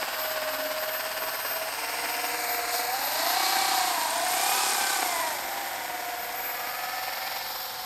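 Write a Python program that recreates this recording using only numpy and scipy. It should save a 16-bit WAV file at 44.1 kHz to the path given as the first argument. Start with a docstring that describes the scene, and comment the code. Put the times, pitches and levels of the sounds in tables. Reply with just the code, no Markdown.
"""Model boat on a swimming pool.

A small boat with a foam tray for a hull turns, speeds up twice and moves off. Its motor drives the
propeller through a 6:1 gear: the teeth clatter in the hull, hardest once a propeller turn, with a knock
and a squeak. The motor hums, its brushes rasp, and the speed controller's switching whines high above."""
import sys
import numpy as np
from scipy import signal
from scipy.fft import rfft, irfft
from scipy.io import wavfile
from scipy.ndimage import uniform_filter1d

SR = 44100
rng = np.random.default_rng(int(sys.argv[2]) if len(sys.argv) > 2 else 0)


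def wav_record(signal):
    """Record a signal, one row per channel, as 16-bit PCM in the file named by sys.argv[1]."""
    frames = np.transpose(np.atleast_2d(signal))
    bounded = np.clip(frames, -1, 1)
    # unit amplitude maps onto the largest positive 16-bit level
    quanta = np.round(bounded * 32767).astype(np.int16)
    wavfile.write(sys.argv[1], SR, quanta)


N = 346180
TIME = np.arange(N) / SR
PINION_TEETH, GEAR_RATIO = 12, 6


def undb(db):
    """Decibels to gain."""
    return 10 ** (np.asarray(db) / 20)


def unit(x):
    """Scale to rms 1."""
    return x / np.sqrt(np.mean(x ** 2))


def curve(table):
    """Interpolate (t/s, value) rows to every sample."""
    return np.interp(TIME, *np.transpose(table))


def wander(rate_hz):
    """Smooth random motion, rms 1."""
    hold = max(int(SR / rate_hz), 2)
    steps = np.repeat(rng.standard_normal(N // hold + 1), hold)[:N]
    return unit(uniform_filter1d(steps, hold))


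def tone(cycles, slip, rate_hz=40):
    """Sine of rms 1, wavering in level and, by slip cycles rms, in phase."""
    size = undb(1.8 * wander(rate_hz))
    return unit(np.sin(2 * np.pi * (cycles + slip * wander(rate_hz))) * size)


def band(x, lo_hz, hi_hz):
    """Steep band-pass."""
    return signal.sosfilt(signal.butter(4, [lo_hz, hi_hz], "band", fs=SR, output="sos"), x)


def colour(x, response, size=4096):
    """Minimum-phase filter from (f/Hz, level/dB) rows."""
    hz, db = np.transpose(response)
    bins_hz = np.maximum(np.arange(size // 2 + 1) * SR / size, 1)
    cepstrum = irfft(np.log(undb(np.interp(np.log(bins_hz), np.log(hz), db))))
    cepstrum[1:size // 2] *= 2
    cepstrum[size // 2 + 1:] = 0
    return signal.fftconvolve(x, irfft(np.exp(rfft(cepstrum))))[:N]


def radiate(x, responses, views, lo_hz, hi_hz):
    """Crossfade the responses of the turning boat's sides, each levelled within a band."""
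    out, views = 0, np.array(views)
    for response, db, active in zip(responses, views[:, 2], np.eye(len(views))):
        heard = colour(x, response)
        fade = np.interp(TIME, views[:, :2].ravel(), np.repeat(active, 2))
        out = out + fade * undb(db) * heard / band(heard, lo_hz, hi_hz).std()
    return out


def racing(speed_rps):
    """0 at cruising speed, 1 at full throttle."""
    return np.interp(speed_rps, [120, 185], [0, 1])


def wheel_angle(turns, tight_at=.49):
    """Gear wheel angle in radians from its tightest point, given motor turns."""
    return 2 * np.pi * (turns / GEAR_RATIO - tight_at)


def mesh_load(turns, depth):
    """The wheel runs out of true and presses hardest once a propeller turn."""
    angle = wheel_angle(turns)
    return (1 + depth * (np.cos(angle) + .27 * np.cos(2 * angle))) / np.sqrt(1 + depth ** 2 / 2)


# Boat's course: t/s, distance/m
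COURSE = [(0, 2.94), (1.5, 3.82), (3, 3.6), (4.5, 5.25), (5.2, 5.1), (6, 5.9), (7.85, 6.6)]
def carry(speed_rps, db_per_octave, ref_rps=120, ref_m=3):
    """Gain that grows with shaft speed and falls as 1 / distance."""
    return undb(db_per_octave * np.log2(speed_rps / ref_rps)) * ref_m / curve(COURSE)


# Reflections: initial extra path/m, drift/(m/s), level/dB
ECHOES = [(.9, .05, -14), (2.6, -.12, -15), (5.5, .06, -18)]
def poolside(x, sound_m_per_s=343):
    """The poolside returns late copies that comb the noise, shifting as the boat moves."""
    copies = sum(undb(db) * np.interp(TIME - (path_m + drift * TIME) / sound_m_per_s, TIME, x)
                 for path_m, drift, db in ECHOES)
    return (x + copies) / np.sqrt(1 + sum(undb(db) ** 2 for _, _, db in ECHOES))


# Outdoor air spectrum: f/Hz, level/dB
AIR = [(15, -35), (30, -3), (60, -2.5), (100, -8.5), (200, -4), (500, -12.5), (2000, -78), (15000, -74)]
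def background(air_db=-60, mains_db=-68, hum_hz=119.6):
    """Still outdoor air and a faint mains hum."""
    mains = tone(hum_hz * TIME, slip=.02)
    air = unit(colour(rng.standard_normal(N), AIR))
    return air * undb(air_db) + mains * undb(mains_db)


# Switching tone, swelling and fading as the boat moves: t/s, level/dB
WHINE = [(0.0, -53), (0.08, -53), (0.22, -34.5), (0.39, -47), (0.98, -39), (1.09, -46), (1.53, -36),
         (1.68, -51), (2.53, -36), (2.69, -44), (2.73, -36.5), (4.26, -46.5), (4.33, -39), (6.16, -54),
         (6.23, -40), (6.3, -50), (6.43, -36), (6.78, -48), (7.61, -43), (7.85, -51)]
def controller(turns, speed_rps, idle_hz=12346, idle_rps=105, sag_hz_per_rps=.93):
    """Switched current makes the windings sing; the turning rotor adds side tones."""
    switch_hz = idle_hz - sag_hz_per_rps * (speed_rps - idle_rps)  # the supply sags under throttle
    cycles = np.cumsum(switch_hz) / SR
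    sides = [(2, 0), (-2, -1), (4, -17), (-4, -17), (1, -15), (-1, -15), (-3, -15), (-6, -15)]
    ripple = sum(undb(db) * tone(cycles + order * turns, slip=.14, rate_hz=35) for order, db in sides)
    fizz = tone(cycles, slip=.26, rate_hz=87)
    centre = tone(cycles, slip=.07 + .12 * racing(speed_rps), rate_hz=25) * undb(1.5 * wander(20))
    return centre * undb(curve(WHINE) + 1) + ripple * undb(-49) + fizz * undb(-54)


# Squeak toward the listener: t/s, level/dB
SQUEAK = [(1.6, -62), (2.25, -38), (2.8, -50), (3.15, -34), (3.6, -35.5), (4.25, -28), (4.8, -28.5),
          (5.3, -37), (5.5, -47), (6.5, -46), (7, -62)]
def squeak(turns, speed_rps, spot_turns=.91, width_turns=.035):
    """One spot of the wheel chafes: a tiny squeak each wheel turn, higher at speed."""
    hz = np.interp(speed_rps, [122, 140, 205], [6900, 8500, 9300])
    hz *= 1 + .04 * (.3 + racing(speed_rps)) * wander(900)
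    offset_turns = (turns / GEAR_RATIO - spot_turns + .5) % 1 - .5
    contact = np.exp(-(offset_turns / width_turns) ** 2 / 2)
    return tone(np.cumsum(hz) / SR, slip=.1) * contact * undb(curve(SQUEAK))


def knock(turns, speed_rps):
    """Soft knock at the wheel's tightest point; the hull radiates it only as speed lifts its pitch."""
    puffs = np.exp(1.8 * np.cos(wheel_angle(turns)))
    thud = unit(tone(11 * turns / GEAR_RATIO, slip=.03) * puffs)
    return band(thud, 275, 520) * undb(-52) * carry(speed_rps, db_per_octave=12)


# Gear tones, swelling as the hull turns or rings: t/s, sigma/s, propeller order, level/dB
MESH_TONES = [(.62, 0.11, 16, -48.5), (2.05, 0.35, 47, -41), (3.5, 0.1, 132, -41), (3.572, 0.23, 72, -40.5),
              (4.03, 0.095, 34, -36), (4.26, 0.098, 25, -29.5), (4.56, 0.17, 22, -33), (4.57, .09, 28, -39),
              (4.55, 0.22, 72, -40), (4.62, .12, 150, -43), (4.883, 0.12, 47, -38.5),
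              (5.172, 0.11, 72, -39.5), (6.85, 0.27, 61, -43.5), (7.05, 0.36, 84, -44), (7.2, 1, 26, -51.5),
              (7.5, 0.43, 43, -47)]
def mesh_whine(turns, load):
    """Tones of the meshing teeth throb with the wheel; play blurs the higher ones most."""
    out = 0
    for peak_s, sigma_s, order, db in MESH_TONES:
        line = tone(order * turns / GEAR_RATIO, slip=min(.06 + order / 420, .21), rate_hz=55)
        swell = np.exp(-((TIME - peak_s) / sigma_s) ** 2 / 2)
        out = out + line * undb(db) * swell
    return out * load


# Commutation hum, swelling as the boat turns: t/s, level/dB
COMMUTATION = [(0, -34.5), (.12, -51), (.2, -38), (.48, -33.5), (.58, -38.5), (.66, -33.5), (.86, -37.5),
               (1, -41.5), (1.25, -39), (1.48, -52), (1.58, -36), (1.68, -40), (1.75, -64), (2.2, -40),
               (2.92, -34.5), (3.1, -43), (3.3, -41), (3.6, -40), (3.9, -39), (4.05, -32), (4.2, -36),
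               (4.4, -49), (4.52, -39), (4.68, -37), (4.8, -43), (5.1, -41.5), (5.18, -32.5), (5.27, -32),
               (5.38, -44), (5.52, -36.5), (5.85, -45.5), (6.05, -37.5), (6.3, -47), (6.8, -44.5),
               (7.25, -44.5), (7.45, -54), (7.85, -43)]
def commutation(turns, speed_rps, load):
    """Six commutations a turn hum, clean when slow; faster, the shaft shakes, lags and chugs."""
    slip = np.interp(speed_rps, [107, 122, 160, 185], [.045, .115, .11, .3])
    throb = np.interp(speed_rps, [107, 122], [.49, .58])
    lag_cycles = .11 * racing(speed_rps) * np.sin(wheel_angle(turns))
    hum = tone(6 * turns - lag_cycles, slip, rate_hz=55)
    return hum * (1 + throb * (load - 1)) * undb(curve(COMMUTATION))


# Hull's main resonance: f/Hz, level/dB
HULL_RESONANCE = [(300, -47.5), (420, -16.5), (480, -10.5), (540, -15), (600, -7.5), (660, -3), (720, 1),
                  (770, -1.5), (815, -2), (870, -12), (1000, -17), (2000, -41)]
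# Purr toward the listener, relative: t/s, level/dB
PURR = [(0, -51), (2.5, -31), (3.3, -31), (3.8, -25.5), (4.05, -36.5), (4.22, -31), (4.6, -29),
        (5.1, -31.5), (5.5, -33), (7.85, -34.5)]
def purr(turns, speed_rps, depth):
    """The rotor's pull on the magnets rings the hull in puffs, one a propeller turn."""
    sharpness = .58 + 4 * depth * racing(speed_rps)
    puffs = np.exp(sharpness * np.cos(wheel_angle(turns))) / np.sqrt(np.i0(2 * sharpness))
    shake_cycles = (.04 + .02 * racing(speed_rps)) * wander(50)
    pull = np.sqrt(2) * np.sin(2 * np.pi * (4 * turns + shake_cycles)) * puffs
    return colour(pull, HULL_RESONANCE) * undb(curve(PURR)) * carry(speed_rps, db_per_octave=2)


# Brush spectrum by view of the boat: f/Hz, level/dB
BRUSH_SIDE = [(1900, -17), (2900, 1.5), (3500, -3), (5030, 4), (5850, -6.5), (7400, -5), (8350, -2),
              (9400, -9), (11000, -16.5), (12300, -7), (13700, -16), (15300, -21)]
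BRUSH_QUARTER = [(1900, -17), (2750, 2.5), (3400, -6), (4200, -2), (5200, 3.5), (6000, -6), (6600, -5),
                 (7400, -10.5), (8400, 2), (9500, -8.5), (11000, -14), (12300, -12), (15300, -21)]
BRUSH_TURN = [(1900, -24), (3100, -16), (4100, -2.5), (4800, -1), (6050, -10), (6860, -4), (7460, -10),
              (8350, -2), (10400, -15.5), (12300, -14), (14000, -28), (15300, -31)]
BRUSH_STERN = [(1900, -6), (2900, -10), (4200, 5.5), (5160, 1), (5900, -5), (8500, -4.5), (9700, -9.5),
               (11100, -16), (12300, -7), (15300, -28)]
BRUSH_AWAY = [(1900, -17.5), (2900, -1.5), (5290, 0.5), (5900, -3.5), (7090, 0), (8600, -0.5), (9400, -3.5),
              (10200, -8), (12300, -17), (15300, -21)]
BRUSH_FAR = [(1900, -5.5), (2900, -4.5), (4260, 1), (5430, 2.5), (6000, -3.5), (6600, -1), (8450, 0),
             (10500, -8.5), (12300, -1), (14000, -19), (15300, -30)]
BRUSH_FAR_SIDE = [(1900, -40), (3200, 2.5), (4550, 8), (5450, 7), (6050, -5), (6800, -1), (9000, -3),
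                  (10000, -8), (12300, -6), (14000, -16), (15300, -41)]
# Those views in order: from t/s, to t/s, relative level/dB
BRUSH_VIEWS = [(0, 0.58, -37), (1.5, 2.26, -36.5), (2.4, 2.4, -37), (3.4, 3.36, -36.5), (4.4, 4.43, -38.5),
               (5.5, 6.1, -40), (7.302, 8.5, -34)]
def brushes(turns, speed_rps, load, hiss_s=2.754, hiss_width_s=.06, hiss_db=5.5):
    """Fine scraping swells twice a shaft turn; a brief swell of hiss sounds once."""
    grains = rng.standard_normal(N) * undb(1.7 * wander(1500))
    ripple = 1 + .11 * np.cos(4 * np.pi * turns)  # the rotor passes the magnets
    throb = 1 + .61 * (load - 1)
    responses = [BRUSH_SIDE, BRUSH_QUARTER, BRUSH_TURN, BRUSH_STERN,
                 BRUSH_AWAY, BRUSH_FAR, BRUSH_FAR_SIDE]
    rasp = radiate(unit(grains * ripple * throb), responses, BRUSH_VIEWS, 3000, 6000)
    hiss_swell = undb(hiss_db * np.exp(-((TIME - hiss_s) / hiss_width_s) ** 2))
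    return hiss_swell * band(rasp, 1500, 17000) * carry(speed_rps, db_per_octave=13.5)


def flanks(turns, worn_share=.57, size=8192, harmonics=320):
    """Tooth flanks slide: the same roughness every wheel turn, mixed with chance scraping."""
    spectrum = np.exp(2j * np.pi * rng.random(harmonics)) * (np.arange(harmonics) > 0)
    surface = irfft(spectrum, size)
    place = (turns / GEAR_RATIO + .0013 * wander(40)) % 1
    worn = unit(np.interp(place * size, np.arange(size), surface) * np.sqrt(np.gradient(turns)))
    fresh = unit(band(rng.standard_normal(N), 100, 7200))
    return np.sqrt(worn_share) * worn + np.sqrt(1 - worn_share) * fresh


def tooth_blows(turns, wear_db=2, chance_db=6.5, backlash_teeth=.23):
    """Each tooth strikes with its own force and play, the same every wheel turn, plus chance."""
    wear = rng.standard_normal((PINION_TEETH * GEAR_RATIO, 2))
    tooth = np.arange(1, int(turns[-1] * PINION_TEETH) - 2)
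    own_play, own_force = wear[tooth % len(wear)].T
    chance_play, chance_force = rng.standard_normal((len(tooth), 2)).T
    play = backlash_teeth * (.5 * own_play + chance_play)
    at_sample = np.interp((tooth + play) / PINION_TEETH, turns, np.arange(N)).astype(int)
    force = undb(wear_db * np.tanh(own_force) + chance_db * chance_force)
    blows = np.bincount(at_sample, force, N)
    blows -= uniform_filter1d(blows, SR // 50)
    return unit(blows / np.sqrt(np.gradient(turns)))  # power independent of tooth rate


# Drive tones: propeller order, level/dB re tooth blows
DRIVE_TONES = [(16, -28), (31, -25), (35, -23), (38, -26)]
# Hull response by view of the boat: f/Hz, level/dB
HULL_SIDE = [(100, -30), (200, -6), (280, -1), (380, -2), (520, 5), (700, 4), (1000, 5), (1300, 2.5),
             (1550, 6), (2000, -0.5), (2800, -4), (3500, -10.5), (5000, -39)]
HULL_TURN = [(100, -60), (200, -19), (280, 4.5), (380, -6), (500, 7), (600, -0.5), (720, 5.5), (820, 2.5),
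             (930, 1.5), (1200, -0.5), (1550, 2.5), (1800, 1), (2250, 3), (2800, -7), (3200, -16),
             (5000, -26)]
HULL_STERN = [(100, -56), (200, -3), (270, -0.5), (370, -4), (520, 0.5), (630, -2), (760, 11), (850, 6),
              (980, 5), (1300, -0.5), (1550, 2), (1900, 2), (2350, -3), (2800, -3.5), (3500, -14),
              (5000, -54)]
HULL_AWAY = [(100, -36), (200, -6), (250, 5), (330, -7), (410, 5), (500, 3.5), (630, -3), (770, 13),
             (850, 5), (980, 5.5), (1300, -1.5), (1570, 4), (1900, -1.5), (2400, 1), (2800, -9), (3500, -8),
             (5000, -39)]
HULL_FAR = [(100, -64), (200, -12), (290, -6), (380, -5), (520, -9), (620, -3), (730, 3), (830, -10),
            (950, 1), (1120, -10.5), (1500, -6), (1750, -6), (2200, -7), (2700, -15.5), (3500, -14.5),
            (5000, -31.5)]
HULL_FAR_TURN = [(100, -59), (200, -21), (290, -6), (380, -13), (520, -9), (620, -3.5), (730, 5), (830, -4),
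                 (950, -0.5), (1120, -6.5), (1500, -3.5), (1750, -6.5), (2200, -2.5), (2700, -9.5),
                 (3500, -14), (5000, -32)]
HULL_FAR_SIDE = [(100, -62), (200, -21), (380, -9), (520, -10), (620, -11), (730, -4), (830, -3.5),
                 (950, -5), (1120, -5.5), (1500, -5), (1750, -8.5), (2200, -9), (2700, -15), (3500, -15),
                 (5000, -38)]
# Those views in order: from t/s, to t/s, relative level/dB
HULL_VIEWS = [(0, 1.5, -34), (2, 2.68, -33), (3.203, 3.8, -34), (4.5, 4.83, -33.5), (5.5, 6, -33),
              (6.75, 7.36, -32), (7.5, 9, -35)]
def gears(turns, speed_rps, load):
    """Tooth blows, rubbing flanks and weak drive tones throb with the load and ring the hull."""
    blows = tooth_blows(turns)
    rub = undb(-2) * unit(band(flanks(turns), 600, 5600))
    lines = sum(undb(db) * tone(order * turns / GEAR_RATIO, slip=.2, rate_hz=30)
                for order, db in DRIVE_TONES)
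    responses = [HULL_SIDE, HULL_TURN, HULL_STERN, HULL_AWAY, HULL_FAR, HULL_FAR_TURN, HULL_FAR_SIDE]
    clatter = radiate((blows + rub + lines) * load, responses, HULL_VIEWS, 1050, 2900)
    return clatter * carry(speed_rps, db_per_octave=6)


# Motor shaft, two bursts of throttle: t/s, speed/rps
SPEED = [(0, 106.7), (.25, 104.3), (.7, 103.4), (1.4, 107.2), (1.68, 107), (1.82, 115.5), (2.23, 120.6),
         (2.6, 118.8), (2.88, 120.8), (3.05, 140.3), (3.2, 161.5), (3.42, 190.7), (3.7, 192.4),
         (3.88, 182.4), (4.02, 161), (4.12, 160.7), (4.3, 177.6), (4.5, 206), (4.6, 211.4), (4.7, 207.6),
         (4.8, 199.6), (4.95, 196.3), (5.13, 171.3), (5.3, 155.5), (5.43, 129.5), (5.58, 132.8),
         (5.72, 130.5), (5.9, 122.1), (6.15, 119.5), (6.65, 120.8), (6.8, 124.7), (7.2, 127), (7.85, 123.6)]
# Unevenness of the mesh: t/s, depth (0-1)
THROB = [(0, 0.3), (0.9, 0.37), (1.7, 0.25), (2.8, 0.19), (3.2, 0.17), (3.55, 0.11), (3.85, 0.13),
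         (4.1, 0.14), (5, 0.19), (5.8, 0.16), (6.7, 0.14), (7.25, 0.3), (7.85, 0.19)]
def scene():
    """One shaft drives every sound of the boat, over still air; mono."""
    speed_rps, depth = curve(SPEED), curve(THROB)
    turns = np.cumsum(speed_rps) / SR
    load = mesh_load(turns, depth)
    clatter = gears(turns, speed_rps, load)
    rasp = brushes(turns, speed_rps, load)
    hum = purr(turns, speed_rps, depth) + commutation(turns, speed_rps, load)
    mesh = mesh_whine(turns, load) + knock(turns, speed_rps)
    noises = poolside(clatter + rasp + squeak(turns, speed_rps))
    return (noises + hum + mesh + controller(turns, speed_rps) + background())[None]


def record(dry, top_hz=15700):
    """Steep low-pass."""
    return signal.sosfilt(signal.ellip(10, .2, 80, top_hz, fs=SR, output="sos"), dry)


dry = scene()
out = record(dry)
wav_record(out)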